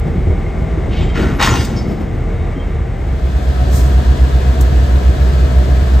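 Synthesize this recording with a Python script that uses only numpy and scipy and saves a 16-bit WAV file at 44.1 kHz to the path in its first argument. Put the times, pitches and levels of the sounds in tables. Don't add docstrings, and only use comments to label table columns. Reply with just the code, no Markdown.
import sys
import numpy as np
from scipy import signal
from scipy.fft import rfft, irfft
from scipy.io import wavfile

SR = 44100
rng = np.random.default_rng(int(sys.argv[2]) if len(sys.argv) > 2 else 0)


def unload_wav(signal):
    wavfile.write(
        sys.argv[1],
        SR,
        np.round(np.clip(np.atleast_2d(signal).T, -1, 1) * 32767).astype(np.int16),
    )


N = 264600
TIME = np.arange(N) / SR
BINS = np.fft.rfftfreq(N, 1 / SR)

# time in seconds, level change in dB.
CREEP_LEVEL = [(0, -1), (.5, 0), (1, 2), (1.9, -2), (2.4, 0), (3, -1.5), (3.35, -6), (3.75, -11)]
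# frequency in Hz, relative level in dB per Hz.
CREEP_EXHAUST = [(22, -39), (33, -17), (42, -0.5), (60, 7.5), (90, 1), (120, -4), (180, -8.5), (300, -22.5),
                 (450, -21.5), (800, -42), (2000, -68.5)]
# frequency in Hz, relative level in dB per Hz.
CREEP_MACHINE = [(100, -13), (250, -4.5), (450, 0), (560, -5.5), (760, -4.5), (900, -11), (1700, -16),
                 (2000, -14), (2400, -20.5), (3500, -27.5), (4300, -33.5), (8500, -37.5), (12000, -50),
                 (16000, -53)]
# frequency in Hz, level in dB before the level curve.
CREEP_TONES = [(40.1, -21.5), (122, -31.5), (155.5, -34.5), (166, -37), (350, -40), (376.8, -43),
               (457.6, -43.5), (646, -44.5), (791.3, -49.5), (1184, -50.5), (2191, -56), (3698, -62)]

# time in seconds, level change in dB.
CLOSE_LEVEL = [(2.8, -26.5), (3.05, -11), (3.3, -3.5), (3.5, -1), (3.75, 1.5), (4.3, 1.5), (5, 1.5),
               (6, 1.5)]
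# frequency in Hz, relative level in dB per Hz.
CLOSE_MACHINE = [(30, -3.5), (60, 7), (110, 6), (250, 1), (490, -2), (550, -9.5), (730, -3), (790, -14),
                 (950, -11), (1450, -14.5), (1700, -11.5), (1870, -16), (2300, -20.5), (4200, -22),
                 (4900, -27.5), (6900, -29), (8500, -32), (12000, -34.5), (16000, -49.5)]
# frequency in Hz, level in dB before the level curve.
CLOSE_TONES = [(646.0, -42.5), (909.8, -52), (990, -51.5), (1292, -48), (2509, -56.5), (2920, -56.5),
               (3300, -55), (3553, -56.5), (4560, -59), (5017, -58)]
# multiple of the turning rate, level in dB before the curve.
STEADY_ORDERS = [(8, -12), (9, -21), (10, -41), (11, -34), (15, -38), (16, -26), (17, -35), (18, -38),
                 (19, -45), (22, -35.5)]
# multiple of the turning rate, level in dB before the curve.
RISING_ORDERS = [(7, -27), (8, -17.5), (16, -38.5)]
# multiple of the turning rate, level in dB before the curve.
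TRAILING_ORDERS = [(8, -28)]
# time in seconds, level in dB before the level curve.
FAN_LEVEL = [(3.4, -43), (3.75, -36.5), (4, -46), (4.7, -45), (5.05, -40), (6, -38.5)]

# start in seconds, level in dB, rise in seconds, time to fall 60 dB in seconds,
# brightest frequency in Hz, width in octaves.
CLANKS = [(.9, -33.5, 0.028, 0.38, 2740, 0.51), (.955, -34, 0.023, .7, 2750, 0.6),
          (1.139, -25, 0.026, 0.62, 1600, 0.88), (1.17, -51, 0.045, 0.96, 7000, .7),
          (1.206, -32, 0.028, 0.51, 1110, 0.93), (1.384, -15, 0.02, 0.71, 960, 1.05),
          (1.407, -22, 0.0054, 0.18, 2640, 0.87), (1.424, -19, 0.0078, 0.17, 3500, 0.93),
          (1.446, -18, 0.004, 0.087, 4000, 1.3), (1.471, -16.5, 0.0056, 0.067, 1060, 1.1),
          (1.5, -34, 0.023, 0.65, 2400, 0.84), (1.553, -31.5, .005, 0.13, 2800, 1.3),
          (1.605, -33.5, .006, 0.14, 2620, 1.2), (1.645, -25, 0.005, 0.054, 7000, 1.1),
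          (1.76, -37, 0.008, 0.25, 5200, .28)]
# frequency in Hz, relative level in dB.
STEEL = [(790, 8.5), (1060, 2.5), (1190, 2), (1360, 4.5), (1830, -2), (2380, 0), (2536, -0.5), (2848, 6),
         (3257, 6.5), (3548, 8), (3790, 0), (4610, 6), (4963, 4), (5152, 1), (5599, 0.5), (6045, -1),
         (6745, 7.5), (8150, 9)]
# start in seconds, level in dB, pitch in Hz, length in seconds.
SQUEAKS = [(.22, -70, 8300, 0.04), (1.03, -49, 3180, 0.11), (0.973, -43.5, 3570, 0.043),
           (1, -53, 7560, .09), (1.221, -30, 1500, 0.066), (1.226, -37, 1347, 0.084),
           (1.345, -55, 11600, 0.035), (1.398, -28, 3790, 0.032), (1.406, -34, 1830, .025),
           (1.413, -27, 2400, 0.031), (1.466, -30.5, 6760, 0.043), (1.455, -44, 5530, 0.086),
           (1.48, -33, 2800, 0.086), (1.5, -38, 6000, .05), (1.587, -43, 6060, .06),
           (1.512, -30.5, 3270, 0.029), (1.555, -39, 4963, 0.071), (1.58, -39, 4760, 0.05),
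           (1.594, -38, 3270, 0.051), (1.585, -41, 8165, 0.047), (1.76, -37, 5160, 0.031),
           (1.768, -44, 5260, 0.026), (1.785, -43, 4700, 0.025), (1.87, -56, 5160, 0.036),
           (2.356, -60, 3700, .12), (2.555, -50.5, 3180, 0.083)]
# start in seconds, strength in dB, ring of the frame in Hz.
THUDS = [(0.05, -12.5, 148), (0.149, -13, 179), (0.269, -7.5, 86.3), (0.301, -8.5, 73.6),
         (0.771, -10.5, 67.7), (0.879, -11, 109.5), (1.055, -12.5, 114), (1.141, -16.5, 134),
         (1.241, -16.5, 141), (1.478, -10, 109), (1.512, -5, 112.3), (1.595, -12.5, 111),
         (2.278, -13.5, 61.5), (2.561, -21, 267), (3.028, -16.5, 58.6)]
# start in seconds, length in seconds, level in dB.
SURGES = [(0.02, 0.24, -25.5), (0.878, 0.049, -23), (1, 0.08, -30.5), (1.164, 0.058, -16),
          (1.356, 0.7, -22)]
# start in seconds, level in dB, rise in seconds, length in seconds, fall in seconds,
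# brightest frequency in Hz, width in octaves.
AIR = [(1.448, -35.5, 0.028, 0.19, 0.12, 5850, .8), (3.694, -29, 0.071, 0.075, 0.14, 6800, 1),
       (4.608, -24, 0.0027, 0.0024, 0.023, 8350, 1)]

# frequency in Hz, likeness from 0 to 1, lead of the left in radians.
CREEP_IMAGE = [(45, 1, 0.044), (120, 0.96, 0.36), (330, 0.9, -0.43), (570, 1, 0.84), (650, 0.32, 0.97),
               (757, 0.99, -1.2), (1080, 0.98, -0.79), (1900, 1, 0.041), (3400, 1, 0.46), (6000, 1, 0.38),
               (8400, 1, -0.23), (9400, 1, 0.54), (11150, 1, -0.65), (15000, 0.62, -1.1)]
# frequency in Hz, likeness from 0 to 1, lead of the left in radians.
CLOSE_IMAGE = [(60, 0.83, 0.14), (130, 0.69, 0.31), (288, 0.92, 0.21), (580, 0.2, 1.14), (810, 0.35, -2),
               (1280, 0.23, -2.27), (1740, 0.53, 0.63), (2830, 0.42, 1.23), (4200, 0.38, 0.037),
               (5940, .2, 0.5), (6950, 0.84, -1.1), (8600, .4, -0.14), (9300, 1, -0.05), (10870, 1, 0),
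               (11350, 0.27, 2.6), (13000, 1, 0.38)]
# frequency in Hz, left over right in dB.
PORT_BALANCE = [(60, -1), (200, 1.5), (380, 2), (700, 6), (1290, 2.5), (2400, 0), (15000, 0)]
# frequency in Hz, added left lead in radians.
PORT_TWIST = [(7500, 0), (8600, -1), (9300, -3.14), (10900, -3.14), (12400, -6.28), (14500, -6.28),
              (15700, -9)]

IN_STEP_S = 5.583
FIRINGS_PER_TURN = 8
STEADY_HZ, RISING_HZ, TRAILING_HZ = 65.35, 59.57, 62.3
RISING_HZ_PER_S, TRAILING_HZ_PER_S = 1.26, 2.2
FAN_HZ = 589.6
GEAR_HZ, GEAR_DB, GEAR_THROB = 723, -42.5, 0.38
SURGE_RISE_S, SURGE_FALL_S, ROLL_DB = 0.034, 0.16, -31.5
EDGE_HZ = 15750


def amp(db):
    return 10 ** (np.asarray(db) / 20)


def unit(x):
    return x / np.sqrt(np.mean(x ** 2) + 1e-20)


def over_hz(points):
    hz, value = np.transpose(points)
    return np.interp(np.log(BINS + 1), np.log(hz + 1), value)


def over_time(points):
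    return np.interp(TIME, *np.transpose(points))


def colour(x, gain):
    return unit(irfft(rfft(x) * gain, N))


def hump(hz, octaves):
    distance = np.log2((BINS + 1) / hz) / octaves
    return 1 / (1 + distance ** 2 / 2) ** 2


def wander(hz):
    return colour(rng.standard_normal(N), np.exp(-(BINS / hz) ** 2))


def noise():
    return rng.standard_normal((2, N))


def whine(tones, drift, flutter, fade_db, speed=1):
    clock = np.cumsum(speed + drift * wander(4.275)) / SR
    frames = np.arange(0, N + 2000, 2000)
    fading = unit(amp(fade_db * wander(4.7)))
    out = np.zeros((2, N))
    for hz, db in tones:
        shape = (2, len(frames))
        depth = flutter * min(1, hz / 300)
        sway = depth * (rng.standard_normal(shape) + 1j * rng.standard_normal(shape))
        level = np.sqrt(2) * amp(db) * np.roll(fading, rng.integers(N))
        tone = level * np.exp(2j * np.pi * (hz * clock + rng.random()))
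        out += [(tone * (1 + np.interp(np.arange(N), frames, s))).real for s in sway]
    return out


def creeping_engine():
    kicks = firings(per_s=40.1, uneven_db=3.0, decay_s=0.028, count=12)
    exhaust_gain = amp(over_hz(CREEP_EXHAUST))
    kick_change = np.diff(kicks, prepend=kicks[0])
    pushes = colour(kick_change, exhaust_gain * hump(hz=49, octaves=3.1))
    gusts = colour(noise() * (1 + kicks), exhaust_gain)
    machine = colour(noise() * (1 + 0.05 * kicks), amp(over_hz(CREEP_MACHINE)))
    sound = amp(-18.5) * gusts + amp(-30) * machine
    sound += whine(CREEP_TONES, drift=0.00202, flutter=0.33, fade_db=3)
    sound[0] += amp(-23.5) * pushes + hood_buzz()
    return sound * amp(over_time(CREEP_LEVEL))


def firings(per_s, uneven_db, decay_s, count):
    fired = np.cumsum(per_s * (1 + .003 * wander(2))) / SR
    cylinder = fired.astype(int) % count
    strength = amp(uneven_db * rng.standard_normal(count))[cylinder]
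    age = (fired % 1) / per_s
    return unit(strength * np.exp(-age / decay_s))


def hood_buzz(hz=2140, width_hz=120, sway_hz=35, flicker_db=2, level_db=-46):
    angle = 2 * np.pi * np.cumsum(hz + sway_hz * wander(9)) / SR
    ring = wander(width_hz) * np.cos(angle) + wander(width_hz) * np.sin(angle)
    return amp(level_db) * unit(ring * amp(flicker_db * wander(40)))


def close_engines():
    since = TIME - IN_STEP_S
    rising_hz = RISING_HZ + RISING_HZ_PER_S * since
    trailing_hz = TRAILING_HZ + TRAILING_HZ_PER_S * since
    crank = crank_angle(STEADY_HZ)
    boom = exhaust(crank, STEADY_ORDERS)
    boom += exhaust(crank_angle(rising_hz), RISING_ORDERS)
    boom += exhaust(crank_angle(trailing_hz), TRAILING_ORDERS)
    clatter = 1 + 0.066 * np.cos(2 * crank) + 0.056 * np.cos(FIRINGS_PER_TURN * crank)
    machine = colour(noise() * clatter, amp(over_hz(CLOSE_MACHINE)))
    chuffs = colour(noise() * np.maximum(boom, 0) ** 2, hump(hz=304, octaves=1.5))
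    fan_speed = rising_hz / RISING_HZ
    fan = whine([(FAN_HZ, 0)], drift=0.00077, flutter=0.13, fade_db=1.4, speed=fan_speed)
    gear = whine([(GEAR_HZ, GEAR_DB)], drift=.0015, flutter=0.22, fade_db=2.0)
    sound = amp(-22.5) * machine + amp(-39.5) * chuffs
    sound += whine(CLOSE_TONES, drift=0.001796, flutter=0.62, fade_db=1.0)
    sound += amp(over_time(FAN_LEVEL)) * fan
    sound += (1 + GEAR_THROB * np.cos(crank)) * gear
    sound[0] += boom
    return sound * amp(over_time(CLOSE_LEVEL))


def crank_angle(firing_hz):
    angle = 2 * np.pi * np.cumsum(firing_hz * np.ones(N)) / SR / FIRINGS_PER_TURN
    return angle - np.interp(IN_STEP_S, TIME, angle)


def exhaust(crank, orders, ragged_db=-33):
    note = sum(np.sqrt(2) * amp(db) * np.sin(multiple * crank) for multiple, db in orders)
    gusts = colour(rng.standard_normal(N), hump(hz=84, octaves=0.52))
    return note + amp(ragged_db) * gusts


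def couplings(ring_hz=17, ring_share=0.45, contacts_per_s=900, count=110):
    modes = STEEL + [(hz, -3) for hz in rng.uniform(575, 9000, count)]
    steel = sum(amp(db) * rng.choice([-1, 1]) / (1 + 1j * (BINS - hz) / ring_hz) for hz, db in modes)
    contacts = rng.random(N) < contacts_per_s / SR
    chatter = noise() * (0.41 + 2.75 * contacts) * amp(1.2 * wander(250))
    blows = np.zeros((2, N))
    for start, db, rise, t60, hz, octaves in CLANKS:
        age = np.maximum(TIME - start, 0)
        fall_db = -60 * np.maximum(age - rise, 0) / t60
        swell = np.minimum(age / rise, 1) * amp(db + fall_db)
        blows += swell * colour(chatter, hump(hz, octaves))
    ring = blows.std() * colour(blows, steel)
    return np.sqrt(1 - ring_share) * blows + np.sqrt(ring_share) * ring


def squeaks(rough=0.33, waver=0.0046, slip_db=4.0, rise_s=0.002, ring_s=.016):
    grain = (1 + rough * wander(110)) * unit(amp(slip_db * wander(30)))
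    bend = 1 + waver * wander(57.0)
    out = np.zeros((2, N))
    for start, db, hz, length in SQUEAKS:
        span = np.flatnonzero((TIME > start) & (TIME < start + length + 10 * ring_s))
        own = (span + rng.integers(N)) % N
        age = TIME[span] - start
        grip = (1 - np.exp(-age / rise_s)) * np.exp(-np.maximum(age - length, 0) / ring_s)
        tone = np.sin(2 * np.pi * hz * np.cumsum(bend[own]) / SR)
        out[0, span] += np.sqrt(2) * amp(db) * grip * grain[own] * tone
    return out


def thuds(rise_s=0.0046, decay_s=0.021, knock=0.35):
    out = np.zeros((2, N))
    rattle = colour(noise(), hump(hz=300, octaves=0.66))
    for start, db, hz in THUDS:
        age = np.maximum(TIME - start, 0)
        blow = amp(db) * (1 - np.exp(-age / rise_s)) * np.exp(-age / decay_s)
        out += knock * blow * rattle
        out[0] += 2 * blow * np.sin(2 * np.pi * hz * age)
    return out


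def air_valves():
    out = np.zeros((2, N))
    for start, db, rise, length, fall, hz, octaves in AIR:
        age = np.maximum(TIME - start, 0)
        flow = np.minimum(age / rise, 1) * np.exp(-2 * np.maximum(age - length, 0) / fall)
        out += amp(db) * flow * colour(noise(), hump(hz, octaves))
    return out


def rolling(lumpy_db=3.0):
    power = amp(ROLL_DB + over_time(CREEP_LEVEL)) ** 2
    for start, length, db in SURGES:
        age = np.maximum(TIME - start, 0)
        fall = np.exp(-np.maximum(age - length, 0) / SURGE_FALL_S)
        surge = np.minimum(age / SURGE_RISE_S, 1) * fall
        power = power + (amp(db) * surge) ** 2
    roar = colour(noise() * amp(lumpy_db * wander(14)), hump(hz=188, octaves=0.91))
    return np.sqrt(power) * roar


def yard(x, t60=0.92, wet_db=-10):
    t = TIME[:SR]
    hits = rng.random((2, SR)) < 600 / SR
    taps = rng.standard_normal((2, SR)) * hits * amp(-60 * t / t60) * (t > .01)
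    taps /= np.linalg.norm(taps, axis=1, keepdims=True)
    return x + amp(wet_db) * signal.fftconvolve(x, taps, axes=1)[:, :N]


def ports(pair, image):
    first, second = rfft(pair)
    hz, likeness, lead = np.transpose(image)
    same = np.clip(over_hz(np.c_[hz, likeness]), 0, 1)
    shared = np.sqrt((1 + same) / 2) * first
    apart = np.sqrt((1 - same) / 2) * second
    phase = over_hz(np.c_[hz, lead]) + over_hz(PORT_TWIST)
    lean = amp(over_hz(PORT_BALANCE) / 2) * np.exp(.5j * phase)
    return irfft(np.array([(shared + apart) * lean, (shared - apart) / lean]), N)


def scene():
    creeping = creeping_engine() + rolling() + thuds() + yard(couplings() + squeaks())
    close = close_engines() + air_valves()
    return ports(creeping, CREEP_IMAGE) + ports(close, CLOSE_IMAGE)


def record(dry):
    rounded = dry / (1 + (abs(dry) / .92) ** 8) ** (1 / 8)
    edge = np.clip((EDGE_HZ - BINS) / 200 + .5, 0, 1)
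    return irfft(rfft(rounded) * edge, N)


dry = scene()
out = record(dry)
unload_wav(out)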